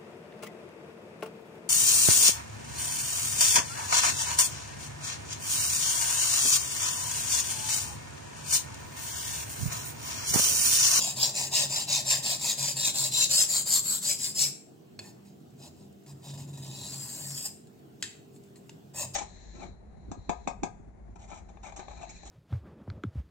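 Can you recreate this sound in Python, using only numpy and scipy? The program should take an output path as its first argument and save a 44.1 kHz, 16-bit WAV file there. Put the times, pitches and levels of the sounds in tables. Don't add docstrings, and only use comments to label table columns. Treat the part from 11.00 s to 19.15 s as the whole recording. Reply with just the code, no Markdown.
import sys
import numpy as np
from scipy import signal
from scipy.fft import rfft, irfft
from scipy.io import wavfile
from scipy.ndimage import uniform_filter1d

SR = 44100
rng = np.random.default_rng(int(sys.argv[2]) if len(sys.argv) > 2 else 0)


def boost_factor(decibels):
    exponent = np.asarray(decibels, float) / 20
    return 10 ** exponent


def store_wav(level_fs):
    pcm = np.round(np.clip(np.atleast_2d(level_fs), -1, 1) * 32767)
    wavfile.write(sys.argv[1], SR, pcm.T.astype(np.int16))


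N = 359415


def evened(x):
    return x / np.sqrt(np.mean(x ** 2) + 1e-20)


def read(points, hz):
    f, value = np.transpose(points)
    return np.interp(np.log(hz + 1), np.log(f + 1), value)


def humps(modes, hz):
    return 10 * np.log10(sum(boost_factor(db) ** 2 / (1 + (2 * (hz - f) / w) ** 2) for f, w, db in modes))


def causal(gain_db):
    log = np.log(boost_factor(np.maximum(gain_db, -100)))
    full = np.concatenate([log, log[-2:0:-1]])
    return np.fft.ifft(np.exp(np.conj(signal.hilbert(full)))).real[:len(log)]


def patches(shape, bins, frames):
    noise = rng.standard_normal(shape[::-1]).T
    return evened(uniform_filter1d(uniform_filter1d(noise, bins, 0), frames, 1))


def arch(t, start, length, top):
    u = np.clip((t - start) / length, 0, 1)
    warp = np.log(.5) / np.log(np.clip(top, .1, .9))
    return abs(np.sin(np.pi * u ** warp)) ** 0.98


# (turn [s], level [dB], place of the hardest bite [0-1], bite [dB], flex of the belly [dB])
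STROKES = [(-0.03, -26, 0.06, 5.5, -1), (0.151, -26, 0.47, 6, 1.5), (0.329, -28.5, 0.32, 4, -1),
           (0.507, -21, 0.6, 1, 1), (0.68, -26.5, 0.57, 2, 1), (0.864, -25, 0.49, 4, 2),
           (1.041, -25, 0.45, 5, -0.5), (1.217, -25.5, 0.68, 2.5, 1), (1.385, -27, 0.68, 5.5, -0.5),
           (1.564, -24, 0.38, -3.5, 0.5), (1.749, -25.5, 0.78, 7, 1.5), (1.93, -24, 0.9, 3.5, -0.5),
           (2.106, -22.5, 0.73, 7.5, 3), (2.284, -19.5, 0.72, 5.5, -0.5), (2.47, -23.5, 0.6, 3, -2.5),
           (2.646, -23, 0.69, 7, -3), (2.824, -25.5, 0.86, 3.5, -3.5), (3.005, -26.5, 0.65, 5, -0.5),
           (3.173, -29.5, 0.54, 3.5, 3), (3.336, -25.5, 0.52, 7.5, 4)]
# (start [s], length [s], level [dB], place of the top [0-1], flex of the belly [dB])
SLIPS = [(3.993, 0.14, -53, 0.5, -4), (4.249, .1, -61, 0.1, 1), (4.55, .15, -48.5, 0.69, 3.5),
         (4.72, .17, -63, 0.5, 2), (5.058, 0.079, -52.5, 0.48, 0), (5.218, 0.085, -47.5, 0.6, 4),
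         (5.266, 0.064, -49, 0.66, 3.5), (5.324, 0.051, -49.5, .5, 3), (5.372, 0.092, -49.5, 0.3, 1),
         (5.471, .05, -56.5, .4, 2), (5.528, .045, -55.5, .3, 3), (5.573, 0.03, -50, 0.2, 1),
         (5.622, 0.036, -51.5, .3, 0), (5.643, 0.057, -52, .3, 2.5), (5.728, 0.049, -65, .3, 2.5),
         (6.36, 0.038, -40, 0.6, -1), (6.452, 0.025, -30.5, 0.3, -3.5), (6.998, 0.03, -60, 0.5, 4),
         (7.036, 0.068, -50.5, 0.15, 11), (7.306, 0.0836, -62, 0.63, -8), (7.426, 0.097, -69, 0.21, -9),
         (7.562, .05, -60, 0, -4), (7.645, .12, -68, 0.38, -12), (7.933, 0.13, -30.5, 0.6, -5.5),
         (8.131, 0.031, -34, 0.68, 3)]
# (time [s], level [dB], flex of the belly [dB])
SLOW_DRAW = [
    (5.13, -77, -4),
    (5.3, -61.5, -0.5),
    (5.5, -66, -1.5),
    (5.66, -50, 2.5),
    (5.87, -38, 3.5),
    (6.2, -38, -4),
    (6.38, -37, 4),
    (6.47, -35, 1.5),
    (6.5, -58.5, 1),
]
# (time [s], peak [dB])
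SNAGS = [(0.2224, -18.5), (0.3492, -21), (0.5267, -21), (0.5482, -12), (0.8819, -23), (0.9268, -15.5),
         (1.0865, -16), (1.1044, -14), (1.1179, -13), (1.2381, -20), (1.2611, -18.5), (1.301, -17.5),
         (1.4452, -20.5), (1.4711, -17), (1.505, -13.5), (1.5794, -24), (1.5928, -23.5), (1.6262, -14.5),
         (1.7106, -17), (1.7644, -19.5), (1.8467, -8), (1.945, -20), (1.9635, -17), (2.0533, -14),
         (2.1191, -22.5), (2.1346, -16), (2.1855, -13.5), (2.2129, -12.5), (2.3072, -13.5), (2.3262, -13.5),
         (2.3735, -13), (2.385, -9.5), (2.4913, -18), (2.5317, -15.5), (2.5467, -15.5), (2.6594, -21),
         (2.6694, -16), (2.7188, -13), (2.7362, -8.5), (2.85, -19), (2.9038, -14.5), (2.9253, -17.5),
         (2.9522, -17.5), (3.0435, -22.5), (3.0765, -16.5), (3.0914, -12), (3.2096, -24), (3.2351, -20),
         (3.3788, -20.5), (3.3907, -14)]


def rubbing(t):
    last_lift_s, pause_s = 3.512, 0.0066
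    fastest, turn_db, bite_width = 0.44, -22.5, 0.19
    snag_db, snag_rise_s, snag_fall_s = -17, .003, 0.011
    at, draw_db, draw_flex = np.transpose(SLOW_DRAW)
    level = np.interp(t, at, boost_factor(draw_db), 0, 0)
    flex = np.interp(t, at, draw_flex, 0, 0)
    pull = np.zeros(len(t))
    ends = [row[0] for row in STROKES][1:] + [last_lift_s]
    for k, ((start, db, place, bite_db, flex_db), end) in enumerate(zip(STROKES, ends)):
        length = end - start
        bite = bite_db * np.exp(-(((t - start) / length - place) / bite_width) ** 2)
        during = (t >= start) & (t < end)
        speed = arch(t, start + pause_s, length - 2 * pause_s, fastest) + boost_factor(turn_db) * during
        level = level + boost_factor(db + bite) * speed
        pull = pull + k % 2 * during
        flex = flex + flex_db * during
    for start, length, db, top, flex_db in SLIPS:
        level = level + boost_factor(db) * arch(t, start, length, top)
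        flex = flex + flex_db * ((t >= start) & (t < start + length))
    for start, db in SNAGS:
        since = np.maximum(t - start, 0)
        level = level + boost_factor(db + snag_db) * (1 - np.exp(-since / snag_rise_s)) * np.exp(-since / snag_fall_s)
    return level, pull, flex


def grains(effort_db):
    per_s, spread_db, clump_db = 12000., -0.5, -1.04
    chance, sign, size = rng.random(N), rng.standard_normal(N), rng.exponential(1, N)
    clumps = np.clip(evened(uniform_filter1d(rng.standard_normal(N), size=90)), -2, 2)
    bite = np.clip((effort_db + 43.0) / 48.0, .2, 1.5)
    strength_db = spread_db * np.minimum(size, 3.3) + clump_db * bite * clumps
    return sign * boost_factor(strength_db) * (chance < per_s / SR)


# (frequency [Hz], width [Hz], level [dB])
BLADE = [(565, 50, -6.5), (845, 130, -15.5), (1828, 105, -10), (2310, 35, -31.5), (2660, 110, -10),
         (3140, 540, -16), (4220, 25, -32), (4973, 180, -5.5), (5610, 80, -6.5), (6564, 72, 0.5),
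         (7500, 130, -7), (7390, 34, -2.5), (8300, 150, -3.5), (8400, 22, -11), (10700, 550, -21.5),
         (11100, 47.4, -19), (11600, 27, -21.5)]
# (frequency [Hz], level [dB per Hz])
HEEL_GRIT = [(260, -76), (450, -35.5), (562, -4.5), (1000, -5), (1550, -47), (1820, -15.5), (2340, -24),
             (2520, -6.5), (3400, -27.5), (3710, -7.5), (5000, -19.5), (6160, -15), (7250, -5),
             (8930, -26.5), (15700, -26.5)]


def blade_ring(hz):
    return 10 * np.log10(1 + boost_factor(humps(BLADE, hz) + 1.5 - read(HEEL_GRIT, hz)) ** 2)


# (frequency [Hz], level [dB per Hz])
TIP_GRIT = [(260, -56.5), (450, -37.5), (633, -16.5), (703, -29), (1050, -24), (1270, -24.5), (1820, -19),
            (2340, -15.5), (5000, -24), (5980, -21), (7360, 9), (8540, -3), (9060, -19.5), (10800, -18),
            (15700, -17.5)]
# (time [s], belly pitch [Hz], edge pitch [Hz])
FREE_RUN = [(0.0, 4850, 7200), (0.6, 4600, 6920), (1.2, 4900, 7300), (1.5, 4300, 7200), (1.7, 4900, 7300),
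            (1.85, 3800, 7040), (2.05, 4400, 7500), (2.14, 3900, 7400), (2.29, 4300, 7100),
            (2.45, 5300, 7660), (2.55, 4250, 6750), (2.63, 4700, 6900), (2.72, 4600, 8330),
            (2.96, 4050, 8100), (3.14, 5200, 7600), (3.3, 4900, 7500), (3.42, 5500, 7500),
            (3.5, 5300, 8000)]
# (time [s], belly pitch [Hz], edge pitch [Hz])
FREE_AFTER = [(3.999, 4380, 7500), (4.6, 3800, 7400), (5.07, 5000, 7400), (5.2, 3800, 7400),
              (5.59, 3700, 7350), (5.78, 3900, 7500), (5.89, 4250, 7450), (6.0, 4800, 7350),
              (6.1, 4700, 8200), (6.17, 4600, 8350), (6.28, 4800, 8200), (6.33, 5050, 7800),
              (6.46, 5100, 8200), (6.55, 5700, 8200), (6.999, 4120, 7400), (8.002, 5200, 8000)]
# (time [s], lift [dB])
SING = [(0, 3), (1.85, 7), (2.35, 11), (3.2, 10), (3.42, 14), (4.0, 8), (4.2, 4), (5.5, 7), (5.62, 11),
        (5.8, 10), (5.95, 15), (6.1, 9), (6.22, 4), (6.36, 12), (6.47, 8), (8.0, 2)]


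def sliding_colour(f, frames, tip, light):
    at, *pitches = np.transpose(list(FREE_RUN) + list(FREE_AFTER))
    belly_hz, edge_hz = (np.interp(frames, at, pitch) for pitch in pitches)
    sing_db = np.interp(frames, *np.transpose(SING))
    colour_db = np.outer(read(TIP_GRIT, f) - read(HEEL_GRIT, f), tip)
    hz = np.fft.rfftfreq(8192, 1 / SR)
    ring = np.interp(f, hz, uniform_filter1d(blade_ring(hz), size=16))
    colour_db = colour_db + np.outer(ring, .1 * light - .15 - .7 * tip)
    # (pitch [Hz], lift [dB], half width [Hz])
    resonances = ((belly_hz, sing_db, 260.), (edge_hz, 4.5, 350.),
                  (1.43 * edge_hz, 14.0 * tip, 450.), (4950., 5.0 * light, 110.))
    for hz_now, lift_db, half_hz in resonances:
        colour_db = colour_db + lift_db / (1 + ((f[:, None] - hz_now) / half_hz) ** 2)
    hollow = 1 + ((f[:, None] - .65 * belly_hz) / 650.0) ** 4
    return colour_db - 12.0 * tip / hollow


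def balanced(z, f, plate, belly, fizz):
    power = uniform_filter1d(abs(z) ** 2, size=40, axis=1)

    def band_db(lo, hi):
        return 10 * np.log10(power[(f > lo) & (f < hi)].sum(0))

    edge = band_db(6200, 8700)
    # (wanted level [dB], band low and high [Hz], fade-in start and fade-out end [Hz])
    parts = ((plate, 500, 1200, 0, 2000), (belly, 3200, 6000, 2000, 6500), (fizz, 9000, 15500, 8500, SR))
    shift_db = 0
    for wanted, lo, hi, a, b in parts:
        reach = np.interp(f, [a, lo, hi, b], [a == 0, 1, 1, b == SR])
        shift_db = shift_db + np.outer(reach, wanted + edge - band_db(lo, hi))
    main = (power * boost_factor(2 * shift_db))[(f > 3000) & (f < 9000)].sum(0)
    return z * boost_factor(shift_db) / np.sqrt(main * 3)


# (time [s], place from heel 0 to tip 1)
CONTACT = [(0, 0.22), (1.2, 0.25), (1.9, 0.45), (2.22, 0.54), (2.4, 0.71), (2.57, 0.67), (2.74, 0.86),
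           (2.92, 0.84), (3.09, 0.77), (3.47, 0.83), (3.999, 0.037), (5.301, 0.027), (5.68, 0.14),
           (6.02, 0.61), (6.2, 0.47), (6.38, 0.72), (6.999, 0.41), (8.002, 0.071)]
# (frequency [Hz], drift [radians])
WANDER = [(400, 0.24), (1500, 0.75), (3500, 2.1), (5500, 2.1), (6600, 1.8), (7000, 0.23), (8000, 1.3),
          (9500, 0.54), (15000, 0.46)]


def rasp():
    frame, hop = 512, 128
    t, hz = np.arange(N) / SR, np.fft.rfftfreq(8192, 1 / SR)
    level, pull, flex = (np.interp(t, t[::16], curve) for curve in rubbing(t[::16]))
    effort_db = 20 * np.log10(level + 1e-4)
    shelf = 16.0 * (hz > 8550) * np.exp(-abs(hz - 8550) / 210.0)
    strike = causal(read(HEEL_GRIT, hz) + blade_ring(hz) - shelf)
    rung = signal.oaconvolve(grains(effort_db), strike)[:N]
    f, frames, z = signal.stft(rung, SR, nperseg=frame, noverlap=frame - hop)

    tip = np.clip(np.interp(frames, *np.transpose(CONTACT)), 0, 1)
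    over_db = np.maximum(np.interp(frames, t, effort_db) + 22, -26.0)
    light = np.clip(-over_db / 26.0, 0, 1)
    pulled, flex_db = (uniform_filter1d(np.interp(frames, t, c), size=9) for c in (pull, flex))
    broad = 1.5 * (1.88 - 1.3 * light) * patches(z.shape, bins=3, frames=28)
    flecks = 2.0 * patches(z.shape, bins=4, frames=7)
    z = z * boost_factor(sliding_colour(f, frames, tip, light) + broad + flecks)

    plate = -11.5 - 21 * tip - 0.3558 * over_db + 2 * pulled
    belly = 0.5 - 6.5 * tip + 0.1029 * over_db + 1.5 * pulled
    fizz = -13.5 + 2.5 * tip - 0.1763 * over_db + 1 * pulled
    z = balanced(z, f, plate, belly + flex_db, fizz)

    drift = patches(z.shape, bins=6, frames=70) * np.outer(read(WANDER, f), 1 - 0.55 * light)
    swing = np.exp(.5j * drift) * boost_factor(1.5 * (tip - .3) / 2)
    pair = signal.istft([z * swing, z / swing], SR, nperseg=frame, noverlap=frame - hop)[1]
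    return pair[:, :N] * level


# (time [s], peak [dB], part below the edge ring [dB],
# pitch of the free length [Hz], its level [dB])
TAPS = [(3.991, -31, -8, 4370, -6), (4.404, -60, -16, 7400, -8), (4.504, -58, -16, 7180, -8),
        (4.827, -58, -12, 3900, -6), (4.927, -56, -18, 7300, -7), (5.063, -50, -12, 7380, -10),
        (6.244, -38, -38, 8300, -12), (6.306, -35, -38, 8300, -12), (5.036, -60, -18, 7400, -9),
        (5.123, -50, -14, 7400, -10), (5.301, -40, -16, 7400, -12), (5.376, -44, -15, 4900, -10),
        (5.4, -44, -15, 4900, -10), (5.654, -43, -16, 3800, -12), (5.932, -35, -24, 7400, -12),
        (5.951, -37, -24, 7400, -12), (6.38, -36, -38, 8000, -12), (6.793, -58, -20, 7400, -9),
        (6.671, -54, -23, 7400, -9), (7.362, -51, -19, 7310, -8), (7.437, -56, -22, 8360, -9),
        (7.558, -47, -15, 7500, -8), (7.025, -21, -15, 4400, -19), (7.037, -30, -14, 3800, -13),
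        (7.6935, -40, -14, 5300, -16)]
# (frequency [Hz], level [dB per Hz])
CRACK = [(290, -1.5), (500, -21), (2130, 1), (4340, 0.5), (6140, -6.5), (7420, 4.5), (9090, -17),
         (10800, -11.5), (16000, -44)]
# (frequency [Hz], level [dB], t60 [s])
STEEL = [(1694, 5, 0.12), (2430, -48, 0.14), (3330, -13, 0.36), (3620, -32, 0.13), (4730, -33, 0.71),
         (5300, -4, 0.15), (6040, -80.5, 0.11), (6900, -47, 0.18), (7200, -44, 0.14), (7700, -7, 0.072),
         (7600, -4, 0.2), (10900, -33, 0.23)]
# (ratio, level [dB])
PARTIALS = [(.59, -4), (1, 0), (1.19, -3)]


def taps():
    crack_s, ring_db, body_db, damped_t60_s = 0.0057, -25.0, 10.0, .032
    out, t = np.zeros(N + 4000), np.arange(4000) / SR
    colour = causal(read(CRACK, np.fft.rfftfreq(2048, 1 / SR)))
    under = signal.butter(2, 5800, fs=SR)
    for start, db, under_db, hz, spot_db in TAPS:
        noise = rng.standard_normal(4000)
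        ring = 0
        for f, mode_db, t60 in STEEL:
            louder, detune = rng.uniform(-2.2, 1, 2)
            decay = boost_factor(mode_db + 1.8 * louder - 60 * t / min(damped_t60_s, t60))
            ring = ring + decay * np.sin(2 * np.pi * f * (1 + 0.0057 * detune) * t)
        rattle = 1 + .45 * evened(uniform_filter1d(noise, size=300))
        spot = rattle * sum(boost_factor(spot_db + d - 60 * t / damped_t60_s) * np.sin(2 * np.pi * r * hz * t)
                            for r, d in PARTIALS)
        crack = signal.oaconvolve(noise * np.exp(-t / crack_s), colour)[:4000]
        tap = crack / abs(crack).max() + boost_factor(ring_db) * ring * rattle
        tap = tap + (boost_factor(under_db + body_db) - 1) * signal.lfilter(*under, tap)
        tap = tap / abs(tap).max() + spot
        out[round(start * SR):][:4000] += boost_factor(db) * tap / abs(tap).max()
    return signal.lfilter(*signal.butter(2, 450, "high", fs=SR), out[:N])


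# (time [s], frequency [Hz], level [dB], t60 [s])
RINGS = [(3.991, 4390, -34, .035), (4.035, 4390, -57, .15), (4.068, 4400, -56, .25),
         (3.991, 5200, -41, .025), (4.04, 5200, -61, .4), (3.991, 7900, -41, .022), (3.991, 1750, -44, .03),
         (3.996, 2560, -53, .16), (4.04, 1800, -60, .3), (3.991, 650, -47, .06), (7.025, 7360, -31, .04),
         (7.025, 4300, -35, .05), (7.025, 5210, -37, .05), (7.025, 3480, -38, .05), (7.026, 1500, -42, .05),
         (7.038, 7400, -37, .04), (7.04, 7450, -50, .4), (7.04, 7150, -56, .3), (7.047, 6300, -46, .04),
         (7.038, 1800, -35, .045), (7.038, 3800, -35, .05), (7.04, 3800, -57, .45), (7.04, 4390, -55, .4),
         (7.04, 2640, -54, .4), (7.694, 2750, -44, .022), (7.694, 6300, -48, .02), (7.694, 5300, -52, .025),
         (7.693, 900, -48, .03), (7.025, 10700, -48, .04), (7.03, 10600, -62, .3), (7.557, 4200, -57, .06),
         (7.557, 1900, -60, .05)]


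def rings():
    out, t = np.zeros(N + 12000), np.arange(12000) / SR
    for start, hz, db, t60 in RINGS:
        chatter = .9 * evened(uniform_filter1d(rng.standard_normal(len(t)), size=150))
        shake = 1 + chatter * np.minimum(t / 0.0067, 1)
        attack = np.minimum(t / 0.00061, 1)
        mode = boost_factor(db - 60 * t / t60) * np.sin(2 * np.pi * hz * t)
        out[round(start * SR):][:len(t)] += shake * attack * mode
    return out[:N]


# (frequency [Hz], phase [radians])
LEAD = [(200, 0), (450, -.3), (1000, .4), (1500, 1.1), (2000, .6), (3000, 1.1), (4600, 1.4), (6000, 1.2),
        (6600, .5), (6950, 0)]
# (frequency [Hz], difference [dB])
TILT = [(1000, -1), (1400, 2), (2500, -2.5), (3500, 1.5), (5000, 0), (6500, 5), (7400, 3.5), (8200, 1),
        (8700, -1.5), (16000, -0.6)]


def ports(x):
    hz = np.fft.rfftfreq(N, 1 / SR)
    half = boost_factor(read(TILT, hz) / 2) * np.exp(.5j * read(LEAD, hz))
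    return irfft(rfft(x) * np.array([half, 1 / half]), N)


# (frequency [Hz], t60 [s])
KITCHEN = [(300, 0.44), (2000, 0.47), (5000, 0.34), (8000, 0.41), (14000, 0.3)]


def kitchen(x):
    echoes = np.zeros((2, SR))
    at = np.arange(200, SR - 20, 20) + rng.integers(0, 20, (2, (SR - 201) // 20))
    np.put_along_axis(echoes, at, rng.choice([-1., 1.], at.shape), 1)
    hz, t, z = signal.stft(echoes, SR, nperseg=256)
    tail = signal.istft(z * boost_factor(-60 * t / read(KITCHEN, hz)[:, None]), SR, nperseg=256)[1]
    return signal.fftconvolve(x[None], tail / np.linalg.norm(tail[0]), axes=1)[:, :N]


# (time [s], hum level [dB])
HAND_WEIGHT = [(0.0, -51.5), (1.45, -50.5), (1.54, -57), (1.61, -52), (3.29, -54), (3.47, -61),
               (3.56, -66.5), (4.86, -54), (4.95, -74), (5.13, -49.5), (5.24, -54.5), (5.36, -45),
               (6.38, -53), (6.42, -61.5), (7.88, -59.5), (8.15, -48)]
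# (frequency [Hz], width [Hz], level [dB])
COUNTER_MODES = [(138, 14, -6), (94, 110, -12.5), (75, 63, -24)]


def counter():
    hz = np.fft.rfftfreq(N, 1 / SR)
    limits = (1 + (hz / 440.0) ** 4) * (1 + (88.0 / (hz + 1)) ** 4)
    hum = irfft(rfft(rng.standard_normal(N)) * boost_factor(humps(COUNTER_MODES, hz)) / limits, N)
    return evened(hum) * boost_factor(np.interp(np.arange(N) / SR, *np.transpose(HAND_WEIGHT)))


# (start [s], length [s], level [dB], pitch [Hz])
SHOVES = [(0.165, 0.064, -48, 125.4), (0.285, 0.018, -49, 130.6), (0.412, 0.095, -49, 134.7),
          (0.626, 0.1, -48, 140), (0.866, 0.14, -46, 139), (1.061, 0.05, -52, 129),
          (1.141, 0.065, -46, 133.7), (1.287, 0.098, -51, 132), (1.594, 0.11, -44, 140),
          (1.724, 0.055, -48, 135), (1.991, 0.076, -45, 136.1), (2.081, 0.072, -47.5, 134),
          (2.296, 0.035, -48.5, 137.3), (2.586, 0.049, -49, 137.7), (3.412, 0.094, -46, 139.3),
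          (5.077, 0.1, -46.5, 138.5), (5.274, 0.26, -42, 140.9), (5.453, 0.49, -46.5, 135.8),
          (5.864, 0.16, -43.5, 137.3), (6.225, 0.15, -47, 140.4), (8.047, 0.026, -51.5, 126)]
# (start [s], length [s], level [dB], pitch [Hz])
THUMPS = [
    (3.981, 0.063, -56.5, 103.4),
    (4.66, 0.076, -58.5, 86.2),
    (4.9, .06, -67, 80.2),
    (6.47, 0.084, -63.5, 94.5),
    (7.021, 0.049, -57, 102),
    (7.96, 0.12, -54, 94.7),
]


def shoves():
    spill_s = 0.04017
    out = np.zeros(N + 2 * SR)
    for start, length, db, hz in list(SHOVES) + list(THUMPS):
        t = np.arange(0, length + 2 * spill_s, 1 / SR)
        hum = boost_factor(db + 3) * np.sin(np.pi * t / t[-1]) * np.sin(2 * np.pi * hz * t)
        out[round((1 + start - spill_s) * SR):][:len(t)] += hum
    return out[SR:SR + N]


# (frequency [Hz], level [dB per Hz])
AIR = [(15, -58.5), (30, -33), (55, -35.5), (102, -25.5), (125, -2), (192, -6.5), (270, -4.5), (344, -3),
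       (528, -15), (718, -12.5), (1060, -30), (1500, -47), (1950, -57.5), (3300, -120)]
# (frequency [Hz], likeness [-1 to 1])
AIR_SAME = [(60, -0.85), (180, 0.96), (550, -0.16), (1650, -0.28), (4970, 0.226), (15000, 1)]
# (frequency [Hz], level [dB per Hz])
HISS = [(590, -37.5), (1000, -2), (1500, -3.5), (1940, -8), (2310, -8.5), (2780, -6.5), (3800, -9),
        (5020, -11), (8400, -11), (8750, -19.5), (16000, -15.5)]


def air():
    level_db, hiss_db, patchy_db = -55.5, -22.5, 2.0
    frames, hz = N // 512 + 5, np.fft.rfftfreq(2048, 1 / SR)
    a, b, c, d = rng.standard_normal((frames, 1025, 4)).T
    same = np.clip(read(AIR_SAME, hz), -1, 1)[:, None]
    left = a + 1j * b
    z = np.array([left, same * left + np.sqrt(1 - same ** 2) * (c + 1j * d)])
    gain = np.hypot(boost_factor(read(AIR, hz)), boost_factor(read(HISS, hz) + hiss_db))
    z = z * gain[:, None] * boost_factor(patchy_db * patches(a.shape, bins=20, frames=6))
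    return boost_factor(level_db) * evened(signal.istft(z, nperseg=2048, noverlap=1536)[1][:, :N])


# (frequency [Hz], width [Hz], level [dB])
FRIDGE = [(161.6, 5, -67), (199.6, 5.6, -61), (241.5, 10, -66), (353.5, 3, -71), (398.7, 1.1, -66),
          (447.4, 2.5, -71)]


def fridge():
    hz, z = np.fft.rfftfreq(N, 1 / SR), rfft(rng.standard_normal((2, N)))
    z = np.array([z[0], 0.98 * z[0] + 0.95 * z[1]])
    return sum(boost_factor(db) * evened(irfft(z / (1 + (2 * (hz - f) / w) ** 2), N)) for f, w, db in FRIDGE)


def scene():
    rub, touch, steel = rasp(), taps(), rings()
    echoes = kitchen(boost_factor(-9.0) * rub[0] + boost_factor(-5.5) * touch + boost_factor(-15.5) * steel)
    return ports(rub + touch + steel + echoes) + counter() + shoves() + air() + fridge()


def low_pass(x):
    return signal.sosfilt(signal.butter(12, 15980, fs=SR, output="sos"), x)


def record(dry):
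    hz = np.fft.rfftfreq(N, 1 / SR)
    treble = (hz < 15980) * boost_factor(2.8 * np.clip((hz - 13500) / 1500, 0, 1))
    bass = np.hypot(.16, 1 / np.sqrt(1 + (45.0 / (hz + 1)) ** 10))
    mix = irfft(rfft(dry) * treble * bass, N)
    return low_pass(mix)


dry = scene()
out = record(dry)
store_wav(out)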